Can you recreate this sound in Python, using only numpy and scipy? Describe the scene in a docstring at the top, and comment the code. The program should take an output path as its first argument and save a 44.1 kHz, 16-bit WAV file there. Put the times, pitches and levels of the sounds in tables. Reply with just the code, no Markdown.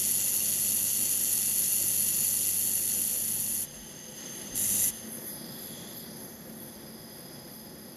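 """First comes the fast, pulsing hiss of a hand-held laser welder, heard on a phone in a workshop.
The beam swings across the seam of two steel plates 49 times a second, so the melt boils in flares
and spits over a low hum. It stops; the torch bumps onto the plates, adds a short tack and is lifted away.
Shielding gas keeps blowing through the nozzle, and fans and motors drone farther back in the room.
Right at the microphone, the hand holding the phone adds a soft rumble."""
import sys
import numpy as np
from scipy.fft import rfft, irfft, next_fast_len
from scipy.io import wavfile
from scipy.ndimage import map_coordinates

SR = 44100
rng = np.random.default_rng(int(sys.argv[2]) if len(sys.argv) > 2 else 0)


def int16_out(signal):
    """Quantize to a 16-bit WAV file."""
    q = np.round(np.clip(np.atleast_2d(signal).T, -1, 1) * 32767)
    wavfile.write(sys.argv[1], SR, q.astype(np.int16))


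N = 351036
SWING_HZ = 49.35  # the beam's swing across the seam

# The seam, then the tack. Each row: beam on and off in seconds, hum gain in dB, lower hiss gain in dB,
# its change over the pass in dB, depth of the swing rhythm from 0 to 1.
PASSES = [(-.05, 3.648, -57.5, 2, -3, 0.59), (4.542, 4.902, -55, 0, -0.5, .45)]
# The melt's heat, pass by pass. Each row: hottest moment in seconds, relative hiss level there in dB,
# climb before it in dB per second, sag by the end in dB.
MELT_HEAT = [(2.0, -28.5, 0.41, 4), (4.83, -27, 16, 2.5)]
# Four flares a swing. Each row: place in the swing from 0 to 1, width in swings, relative level in dB.
FLARES = [(.02, 0.077, 0), (.28, 0.049, -3), (0.551, 0.039, 2), (.81, 0.045, -1.5)]
# Hiss of the metal vapour. Each row: frequency in Hz, relative spectral level in dB.
VAPOUR_SPECTRUM = [(300, -39.5), (1300, -31), (2700, -21.5), (5000, -16), (6500, -9.5), (8000, -7),
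                   (9300, -7.5), (10400, -0.5), (11400, 0), (12300, -6), (13000, -14), (14000, -5)]
# Peaks and cancellations in the corner of the plates. Each row: frequency and width in Hz,
# gain in dB along the seam, gain in dB at the tack.
CORNER_BANDS = [(1736, 107, -21, -2), (2005, 280, 3.5, 9.5), (2220, 114, -15, -9), (2767, 143, 8, 8.5),
                (3100, 300, 2.5, 1), (3794, 69, -22, 6), (4060, 114, -23, -8), (4442, 137, 8, -3),
                (4730, 104, -13, -19), (4900, 100, 5, 5.5), (5090, 190, -27, -16), (5270, 130, -6, -12),
                (6000, 120, -2.5, 9.5), (6320, 83, 7.5, 5), (6500, 270, -2.5, 6), (6960, 94, 8.5, 7),
                (7290, 200, 6, 9.5), (7507, 290, -14.5, -1), (7840, 150, -6, -14), (8590, 440, -59, -13),
                (9440, 460, 0, 7), (11660, 210, 1.5, 2), (11800, 210, -1, -6), (12300, 250, 2.5, 6),
                (13460, 560, -22, -33)]
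# Hum of the swinging beam. Each row: multiple of the swing rate, relative level in dB.
HUM_HARMONICS = [(1, -13), (2, 1.5), (3, -5.5), (4, -3.5), (5, -10), (8, -22), (12, -14.5)]

# Where the torch is held. Each row: time in seconds, pose (0 on the seam, 1 lifted, 2 aside, or between).
TORCH_POSE = [(4.95, 0.25), (5.4, 1.22), (6.25, 1), (6.7, 1), (6.95, 1.5)]
# Nozzle resonances. Each row: frequency and width in Hz, relative dB on the seam, lifted and aside.
NOZZLE_RESONANCES = [(1898, 230, -15, -10, -27), (2980, 350, -9, -41, -42), (3386, 180, -25, -8.5, -24),
                     (4540, 260, -20, -13, -3), (4965, 150, -31, -5.5, 11), (6334, 122, 5, -6.5, -10),
                     (7500, 112, -7.5, -15, -32), (9560, 92, 9, -14, -19), (10855, 136, 12, -1, 0),
                     (11100, 220, -13.5, -6, -15), (11740, 180, -5, 0, 0), (13000, 280, -1, -14, -17),
                     (14200, 220, -13, -18, -21)]
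# Turbulence under those resonances. Each row: frequency in Hz, relative spectral level in dB.
TURBULENCE_SPECTRUM = [(500, -30), (1500, -22.5), (2500, -25), (4200, -20), (5400, -28), (6000, -16.5),
                       (7400, -20.5), (8400, -87), (9200, -18.5), (10300, -16.5), (12700, -13),
                       (13400, -42), (14200, -19.5)]
# The gas jet's lower band as the torch is aimed. Each row: time in seconds, level in dB.
JET_LEVEL = [(4.15, -48), (4.21, -43.5), (4.9, -45), (5.15, -51), (5.75, -48), (6.0, -49.5), (6.45, -56.5),
             (7.3, -53), (7.96, -55.5)]
# The jet's top hiss at its usual flow: level in dB on the seam, lifted and aside.
JET_TOP_DB = (-52, -48, -50.5)
# The top hiss swishes as the nozzle turns away. Each row: time and half length in seconds, boost in dB.
SWISHES = [(4.96, 0.034, 4.5), (5.144, .03, 8), (5.3, 0.087, 8.5), (5.66, .06, 3.5), (5.995, 0.051, 6.5),
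           (6.244, .035, 4), (6.547, .11, 4), (7.25, .2, 2)]
# The jet's echo off a nearby surface. Each row: time in seconds, extra path to the microphone in metres.
ECHO_PATH = [(5.03, .024), (5.42, .073), (5.83, .103), (6.2, .06), (6.6, .042)]

# The room's drone over time. Each row: time in seconds, relative level in dB.
DRONE_LEVEL = [(0, -52), (4.08, -53), (4.25, -49.5), (5.8, -50), (6.9, -50), (7.96, -51.5)]
# Colour of that drone. Each row: frequency in Hz, relative spectral level in dB.
DRONE_SPECTRUM = [(25, -50), (60, -15), (110, -8), (160, -2.5), (235, 0.5), (295, -7), (365, -3),
                  (450, -12), (520, -7), (750, -14.5), (1250, -21), (1750, -21), (2600, -29), (6000, -27.5),
                  (8300, -75), (14000, -50)]
# Tones of fans and motors. Each row: frequency in Hz, level in dB, pitch wander in Hz.
MOTOR_TONES = [(148.3, -62.5, 4.03), (197.5, -62.5, 2.98), (223.6, -56.5, 3.1), (341, -63, 6),
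               (500.6, -64, 3.53), (835, -70.5, 1.6), (864, -71, 1.5)]
# Handling rumble at the microphone. Each row: frequency in Hz, relative spectral level in dB.
RUMBLE_SPECTRUM = [(15, -24), (45, 4), (65, 7), (110, -23), (300, -78)]
# The hand shifts on the phone. Each row: time and half length in seconds, rumble level in dB.
HAND_SHIFTS = [(3.55, .035, -59), (3.773, .06, -55), (4.539, .025, -51), (4.85, 0.14, -59)]

# The melt's loudest spits. Each row: start in seconds, peak level in dB.
SPITS = [(1.328, -17), (1.583, -16), (1.592, -14), (1.694, -15), (1.723, -14), (1.825, -14), (2.205, -14),
         (2.408, -15), (2.481, -15), (4.5565, -18), (4.566, -17.5), (4.576, -16)]
# The torch meets the plates. One row: start in seconds, peak level in dB, centre frequency in Hz,
# decay in seconds (sign ignored).
TORCH_BUMP = (4.49, -38.5, 197, -0.1)


def amp(db):
    return 10 ** (np.asarray(db) / 20)


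def unit_rms(x):
    return x / np.sqrt(np.mean(x ** 2) + 1e-20)


def clock():
    """Time of every sample in seconds."""
    return np.arange(N) / SR


def curve(points):
    """(Seconds, value) points joined into one value per sample."""
    return np.interp(clock(), *np.transpose(points))


def spectrum(points, hz):
    """Gain at hz from (Hz, dB) points joined on a log frequency axis."""
    freqs, dbs = np.transpose(points)
    return amp(np.interp(np.log(hz + 1), np.log(freqs + 1), dbs))


def wobble(rate):
    """A smooth random curve, rate knots a second."""
    knots = rng.standard_normal(N // 8)
    return map_coordinates(knots, [clock() * rate], mode="wrap")


def swell(centre_s, half_s):
    """A smooth rise and fall of height 1."""
    return np.exp(-.5 * ((clock() - centre_s) / half_s) ** 2)


def filtered(x, gain):
    """x through a causal filter with the given gain at each frequency."""
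    size = 2 * next_fast_len(N // 2 + 8192)
    hz = np.fft.rfftfreq(size, 1 / SR)
    cepstrum = irfft(np.log(np.maximum(gain(hz), 1e-6)))
    cepstrum[1:size // 2] *= 2
    cepstrum[size // 2 + 1:] = 0
    return irfft(rfft(x, size) * np.exp(rfft(cepstrum)))[:N]


def noise(gain):
    """Coloured noise of rms 1."""
    white = rfft(rng.standard_normal(N))
    return unit_rms(irfft(white * gain(np.fft.rfftfreq(N, 1 / SR)), N))


def heat(on, off, hottest, db, climb_db_per_s, sag_db, ignite_s=0.017):
    """The melt comes to the boil, grows steadily louder, then sags ever faster to the end of the pass."""
    t = np.clip(clock(), on, off)
    ignition = 1 - np.exp(-(t - on) / ignite_s)
    early_s = np.maximum(hottest - t, 0)
    late_share = np.maximum(t - hottest, 0) / (off - hottest)
    return ignition * amp(db - climb_db_per_s * early_s - sag_db * late_share ** 2)


def boiling(depth, flicker_db=1.5, pops_per_s=1500, pop_gain=0.34, pop_spread_db=5.5):
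    """Vapour rushes from the melt in flares, with tiny pops that are loudest in each flare."""
    swings = SWING_HZ * clock()
    flares = np.zeros(N)
    for place, width, db in FLARES:
        offset = (swings - place + .5) % 1 - .5
        flares += amp(db) * np.exp(-.5 * (offset / width) ** 2)
    flicker = amp(flicker_db * wobble(1100) + 0.64 * wobble(45))
    vigour = (1 - depth + depth * flares) * flicker
    ticks = (rng.random(N) < pops_per_s / SR) * rng.choice([-1, 1], N)
    pops = ticks * amp(pop_spread_db * np.clip(rng.standard_normal(N), -2, 2))
    return unit_rms(vigour * (rng.standard_normal(N) + pop_gain * unit_rms(pops)))


def melt_colour(hz, place=0):
    """The vapour jet heard out of the corner between the plates, along the seam (0) or at the tack (1)."""
    corner_db = sum(dbs[place] * np.exp(-np.log(2) * (2 * (hz - centre) / width) ** 2)
                    for centre, width, *dbs in CORNER_BANDS)
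    return spectrum(VAPOUR_SPECTRUM, hz) * amp(corner_db)


def beam_hum(waver_db=1.5):
    """The swinging beam hums at multiples of its swing rate, each wavering in level."""
    hum = np.zeros(N)
    for multiple, db in HUM_HARMONICS:
        level = amp(db + waver_db * wobble(5.96))
        cycles = multiple * SWING_HZ * clock() + rng.random()
        hum += level * np.sqrt(2) * np.sin(2 * np.pi * cycles)
    return hum


def welds(hiss_gain_db=3.5, split_hz=8500, lower_swing=0.87, ramp_s=0.027):
    """Each pull of the trigger starts the hiss of the boiling melt and the hum of the beam."""
    hum = beam_hum()
    out = np.zeros(N)
    for place, (on, off, hum_db, lower_db, change_db, depth) in enumerate(PASSES):
        top = filtered(boiling(depth),
                       lambda hz: melt_colour(hz, place) / (1 + (split_hz / (hz + 1)) ** 20))
        lower = filtered(boiling(depth * lower_swing),
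                         lambda hz: melt_colour(hz, place) / (1 + (hz / split_hz) ** 20))
        # the lower hiss changes as the torch travels along the plates
        lower *= amp(lower_db + np.interp(clock(), [on, off], [0, change_db]))
        hiss = amp(hiss_gain_db) * heat(on, off, *MELT_HEAT[place]) * (top + lower) / top.std()
        firing = np.clip(np.minimum(clock() - on, off - clock()) / ramp_s + .5, 0, 1)
        out += firing * (hiss + amp(hum_db) * hum)
    return out


def nozzle_colour(hz, pose):
    """The nozzle's resonances over plain turbulence, as heard with the torch in one pose."""
    ringing_power = sum((amp(dbs[pose]) / (1 + 2 * ((hz - centre) / width) ** 2)) ** 2
                        for centre, width, *dbs in NOZZLE_RESONANCES)
    return np.sqrt(ringing_power + spectrum(TURBULENCE_SPECTRUM, hz) ** 2)


def shielding_gas(split_hz=8400, usual_db=-48.5, top_follows=0.42, flutter_db=0.55, waver_db=1.6):
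    """Gas sings in the nozzle, changing colour at the microphone as the torch is turned."""
    poses, jet_db = curve(TORCH_POSE), curve(JET_LEVEL)
    swish_db = sum(db * swell(s, half) for s, half, db in SWISHES)
    top_change_db = top_follows * (jet_db - usual_db) + swish_db + waver_db * wobble(11)
    jet = np.zeros(N)
    for pose, top_db in enumerate(JET_TOP_DB):
        share = np.sqrt(np.clip(1 - abs(poses - pose), 0, 1))
        lower = noise(lambda hz: nozzle_colour(hz, pose) * (hz < split_hz))
        top = noise(lambda hz: nozzle_colour(hz, pose) * (hz >= split_hz))
        jet += share * (amp(jet_db) * lower + amp(top_db + top_change_db) * top)
    return jet * amp(flutter_db * wobble(120))


def workshop(drone_gain_db=2.5, drone_waver_db=0.98, tone_waver_db=3.3):
    """Fans and motors drone in the background, their tones wandering in the hall."""
    drone_db = curve(DRONE_LEVEL) + drone_gain_db + drone_waver_db * wobble(16)
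    out = amp(drone_db) * noise(lambda hz: spectrum(DRONE_SPECTRUM, hz))
    for hz, db, wander_hz in MOTOR_TONES:
        cycles = np.cumsum(hz + wander_hz * wobble(14)) / SR
        tone = amp(tone_waver_db * wobble(16)) * np.sin(2 * np.pi * cycles)
        out += amp(db) * unit_rms(tone)
    return out


def handling(rest_db=-70.5):
    """The hand-held phone rumbles softly, and more when the hand shifts."""
    shift_power = sum((amp(db) * swell(s, half)) ** 2 for s, half, db in HAND_SHIFTS)
    return np.sqrt(amp(rest_db) ** 2 + shift_power) * noise(lambda hz: spectrum(RUMBLE_SPECTRUM, hz))


def spits(decay_s=0.0011):
    """Droplets burst out of the melt, each with a sharp tick."""
    out = np.zeros(N)
    age = np.arange(SR // 100) / SR / decay_s
    sizzle = noise(melt_colour)
    for start_s, db in SPITS:
        start = round(start_s * SR)
        span = slice(start, start + len(age))
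        burst = sizzle[span] * age * np.exp(-age)
        out[span] += amp(db) * burst / np.abs(burst).max()
    return out


def torch_bump(log_width=0.37):
    """The torch is pressed onto the plates, and the steel table gives a dull, heavily damped thud."""
    start_s, db, centre_hz, decay_s = TORCH_BUMP
    age = np.maximum(clock() - start_s, 0) / abs(decay_s)
    body = noise(lambda hz: np.exp(-.5 * (np.log((hz + 1) / centre_hz) / log_width) ** 2))
    thud = age * np.exp(-age) * body
    return amp(db) * thud / np.abs(thud).max()


def with_surface_echo(jet, peak_strength=0.41, sound_m_per_s=343):
    """While the torch moves, an echo off a nearby surface sweeps notches through the gas hiss."""
    progress = np.interp(clock(), [ECHO_PATH[0][0], ECHO_PATH[-1][0]], [0, 1])
    strength = peak_strength * np.sqrt(np.abs(np.sin(np.pi * progress)))
    delay_s = curve(ECHO_PATH) / sound_m_per_s
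    echo = map_coordinates(jet, [(clock() - delay_s) * SR])
    return (jet + strength * echo) / np.sqrt(1 + strength ** 2)


def scene():
    """The work at the table, the room behind it and the handling, all at one microphone."""
    table = welds() + spits() + with_surface_echo(shielding_gas()) + torch_bump()
    return (table + workshop() + handling())[None]


def record(dry, top_hz=14170):
    """The phone keeps nothing above its band limit."""
    size = next_fast_len(N + 8192)
    passband = np.fft.rfftfreq(size, 1 / SR) < top_hz
    return irfft(rfft(dry, size) * passband, size)[:, :N]


dry = scene()
out = record(dry)
int16_out(out)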